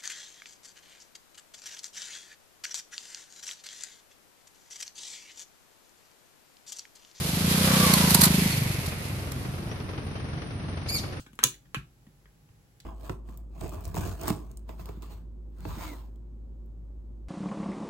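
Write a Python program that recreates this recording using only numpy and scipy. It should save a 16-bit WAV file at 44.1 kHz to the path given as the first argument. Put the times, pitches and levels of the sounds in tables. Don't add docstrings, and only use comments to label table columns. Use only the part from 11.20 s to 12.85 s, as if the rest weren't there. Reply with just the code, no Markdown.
import sys
import numpy as np
from scipy import signal
from scipy.fft import rfft, irfft
from scipy.io import wavfile

SR = 44100
rng = np.random.default_rng(int(sys.argv[2]) if len(sys.argv) > 2 else 0)


def file_out(sig):
    cols = np.atleast_2d(sig).T
    lim = np.clip(cols, -1, 1)
    pcm = np.round(lim * 32767).astype(np.int16)
    wavfile.write(sys.argv[1], SR, pcm)


N = 72765
LEAD = 8820


def keycap():
    # start in seconds, level in dB, left over right in dB.
    slips = [(-.04, -18.5, -0.5), (.2352, -27, -0.5), (0.238, -14.5, 1.5), (0.2383, -6, 1),
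             (0.24, -12.5, -5.5)]
    # frequency in Hz, level in dB.
    cap_body = [(300, -27), (680, -27), (850, -21.5), (1300, -8.5), (1650, -11), (2050, -18), (2700, -10.5),
                (3400, -5), (4200, -6), (5000, -9), (6050, -2), (6450, -3), (6850, 2), (7450, -7),
                (8100, 1.5), (8800, -6.5), (10600, -2.5), (12000, -9), (14000, -10), (15600, -3),
                (16500, -19)]
    # frequency in Hz, level in dB, fade time in seconds.
    plate_tones = [(1003, -38, .15), (1270, -43.5, 0.11), (1475, -43, 0.058), (3370, -50.5, .17),
                   (4386, -47, .14), (5600, -46, .15), (6075, -41.5, 0.12), (7250, -38.5, .15),
                   (7055, -42.5, .15), (7486, -44, .14), (8016, -40.5, .12)]
    snaps = sum(pan(undb(db) * click(cap_body, start, rasp_db=-4, rasp_fade_s=.0077), left_db)
                for start, db, left_db in slips)
    plate = ring(plate_tones, start=.2386)
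    return (space(snaps, scatter_db=-2, room_db=-4, lag_s=.00016, db_per_octave=-2)
            + space(plate, scatter_db=-8.5, room_db=-11, lag_s=.00007))


def keys():
    # start in seconds, level in dB, pitch ratio, brightness in dB per octave,
    # left over right in dB, rasp over tick in dB.
    knocks = [(0.064, -50, 0.91, 0, 2.5, 7), (.131, -62.5, 0.94, 5, 7, 9.5),
              (0.1904, -26, 0.97, -0.5, 2, -16.5), (.231, -31.5, .92, 1, 3, 8.5),
              (.342, -54.5, 1.32, 4.5, 2.5, 7.5), (.456, -66.5, 1.1, -1, 1.5, 6),
              (0.5457, -23, 1.02, 0.26, 0.5, -21.5), (0.5493, -32.5, 0.85, 0.5, 2.5, -16.5),
              (.867, -61, 1.22, 0.5, 2, 7), (1.057, -53.5, 1.22, -5.5, 1.5, -4),
              (1.289, -64.5, 1, -2, -0.5, 5.5)]
    # frequency in Hz, level in dB.
    key_body = [(100, -18.5), (280, -7.5), (480, -12), (650, -20.5), (950, -8), (1300, -2), (1600, -0.5),
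                (2050, -9.5), (2650, -8.5), (3400, -14), (4200, -15), (5000, -26.5), (6200, -22.5),
                (7800, -23), (11500, -22.5), (16000, -36.5)]
    clacks = 0
    for start, db, pitch, brightness, left_db, rasp_db in knocks:
        clack = click(key_body, start, rasp_db, rasp_fade_s=.024, pitch=pitch, db_per_octave=brightness)
        clacks += pan(undb(db) * clack, left_db)
    return space(clacks, scatter_db=-2.5, room_db=-3, lag_s=.00012, db_per_octave=.5)


def desk():
    # start in seconds, level in dB, pitch in Hz.
    bumps = [(-.008, -40, 116.3), (.068, -51.5, 256), (.133, -48, 200), (0.198, -47, 220),
             (0.2399, -30.5, 422), (.243, -37, 280), (.249, -32.5, 133.3), (0.5677, -29, 150),
             (0.581, -38.5, 68), (0.871, -46.5, 200), (1.305, -48, 94.5)]
    # frequency in Hz, gain in dB, fade time in seconds.
    desk_tones = [(124, -2.5, .17), (299.8, 5.5, 0.39), (366, 8, 0.25), (486.7, 1.5, .12)]
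    thumps = wood = 0
    for start, db, hz in bumps:
        cycles = since(start) * hz
        age = cycles / .55
        thumps += undb(db) * age * np.exp(1 - age) * np.sin(2 * np.pi * cycles)
    for hz, db, fade_s in desk_tones:
        sharpness = np.pi * hz * fade_s / np.log(1000)
        wood += undb(db) * signal.lfilter(*signal.iirpeak(hz, sharpness, SR), thumps)
    return space(thumps + wood, scatter_db=-17, room_db=-4, lag_s=.00005)


def spring():
    # frequency in Hz, relative level in dB, fade time in seconds.
    spring_tones = [(1122, 0, .06), (2180, -7, 0.028), (2425, -2, 0.056), (2570, 4.5, .035),
                    (2661, -8, 0.085), (2928, -4, .07)]
    ping = undb(-36.5) * ring(spring_tones, start=.5512)
    return space(ping, scatter_db=5, room_db=-2.5, lag_s=.0001)


def puller():
    # start in seconds, level in dB, pitch ratio.
    touches = [(.154, -55, 2.65), (1.602, -47.5, 1)]
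    # frequency in Hz, level in dB.
    wire_body = [(900, -31.5), (1600, -11.5), (2000, -7.5), (2600, -5), (3300, -2.5), (4000, 1),
                 (5000, -8.5), (6800, -9), (7900, -4.5), (10500, -11.5), (16000, -15)]
    ticks = sum(undb(db) * click(wire_body, start, rasp_db=-6.5, rasp_fade_s=.015, pitch=pitch)
                for start, db, pitch in touches)
    return space(ticks, scatter_db=5, room_db=-2, lag_s=.00016, db_per_octave=-.8)


def room_tone():
    # frequency in Hz, relative level in dB.
    noise_shape = [(20, -35.5), (32, -23), (48, -4), (65, -9.5), (90, -12), (135, -4.5), (210, -16.5),
                   (300, -19.5), (620, -26.5), (1000, -30), (4000, -36.5), (8500, -37), (11500, -34),
                   (16000, -39.5)]
    # frequency in Hz, width in dB.
    noise_width = [(30, -17.5), (150, -11), (400, -5.5), (1000, 0.5), (8000, -0.5)]
    # frequency in Hz, level in dB.
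    hum_tones = [(48, -67.5), (122, -78), (820, -85)]
    hz, t = np.fft.rfftfreq(N, 1 / SR), np.arange(N) / SR
    noise = irfft(stereo_noise(N, noise_width) * undb(along(noise_shape, hz)), N)
    hum = sum(np.sqrt(2) * undb(db) * np.sin(2 * np.pi * (f * t + rng.random())) for f, db in hum_tones)
    return undb(-60) * noise / noise.std() + hum


def space(sound, scatter_db, room_db, lag_s, db_per_octave=0):
    # frequency in Hz, fade time in seconds.
    echo_fades = [(100, .22), (500, 0.18), (1400, .2), (3500, .22), (7000, 0.2), (14000, 0.2)]
    # frequency in Hz, width in dB.
    echo_width = [(80, -17), (300, -16), (700, 4), (2000, -0.5)]
    size = 16384
    t, hz = np.arange(size) / SR, np.fft.rfftfreq(size, 1 / SR)
    scatter = irfft(stereo_noise(size, echo_width)) * fade(t, .029) * np.minimum(t / .00033, 1)
    noise, echo = stereo_noise(size, echo_width), 0
    for band_hz, fade_s in echo_fades:
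        band = along([(f, f == band_hz) for f, _ in echo_fades], hz)
        echo += irfft(noise * band) * fade(t, fade_s) * rise(t, .0019)
    response = sum(undb(db) * part / np.sqrt(np.sum(part ** 2) / 2)
                   for db, part in [(scatter_db, scatter), (room_db, echo)])
    response = irfft(rfft(response) * rfft(make_filter(treble_db(hz, db_per_octave))))
    response[1, 0] += 1
    response[0, int(lag_s * SR)] += 1
    return signal.fftconvolve(sound * np.ones((2, 1)), response, axes=1)[:, LEAD:LEAD + N]


def click(body, start, rasp_db, rasp_fade_s, pitch=1, db_per_octave=0):
    hz, t = np.maximum(np.fft.rfftfreq(2048, 1 / SR), 20), since(start)
    response = make_filter(along(body, hz / pitch) + treble_db(hz, db_per_octave))
    response *= np.sqrt(SR / 1000) / np.linalg.norm(response)
    rasp = (t > 0) * fade(t, rasp_fade_s) * rng.standard_normal(len(t))
    force = undb(rasp_db) * rasp / np.linalg.norm(rasp)
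    force[np.argmax(t > 0)] += 1
    return signal.fftconvolve(force, response)[:len(t)]


def ring(tones, start):
    t = since(start)
    ringing = sum(undb(db) * np.sin(2 * np.pi * hz * t) * fade(t, fade_s) for hz, db, fade_s in tones)
    return rise(t, .001) * ringing


def stereo_noise(size, width):
    common, opposite = rfft(rng.standard_normal((2, size)))
    gain = undb(along(width, np.fft.rfftfreq(size, 1 / SR)))
    return (common + gain * opposite * np.array([[1], [-1]])) / np.sqrt(1 + gain ** 2)


def make_filter(db):
    cepstrum = irfft(np.log(undb(db)))
    half = len(cepstrum) // 2
    cepstrum[1:half] *= 2
    cepstrum[half + 1:] = 0
    return irfft(np.exp(rfft(cepstrum)))


def treble_db(hz, db_per_octave):
    return db_per_octave * np.log2(np.maximum(hz / 1500, 1))


def pan(sound, left_db):
    return sound * undb(np.array([[left_db], [-left_db]]) / 2)


def rise(t, rise_s):
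    return 1 - np.exp(-t / rise_s)


def fade(t, fade_s):
    return np.exp(-np.log(1000) * t / fade_s)


def since(start):
    return np.maximum(np.arange(-LEAD, N) / SR - start, 0)


def along(points, hz):
    freqs, values = np.array(points, float).T
    return np.interp(np.log(np.maximum(hz, 1)), np.log(freqs), values)


def undb(db):
    return 10 ** (np.asarray(db) / 20)


def scene():
    return keycap() + keys() + spring() + puller() + desk() + room_tone()


def record(dry):
    # centre in Hz, width in Hz, gain in dB.
    dips = [(9300, 462, -18.5), (13700, 710, -19)]
    hz = np.fft.rfftfreq(2048, 1 / SR)
    mic = make_filter(sum(db * np.exp(-.5 * ((hz - centre) / width) ** 2) for centre, width, db in dips))
    heard = signal.fftconvolve(dry, mic[None], axes=1)[:, :N]
    treble_cut = signal.ellip(10, .2, 70, 16100, fs=SR, output="sos")
    return signal.sosfilt(treble_cut, np.clip(heard, -1, 1))


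dry = scene()
out = record(dry)
file_out(out)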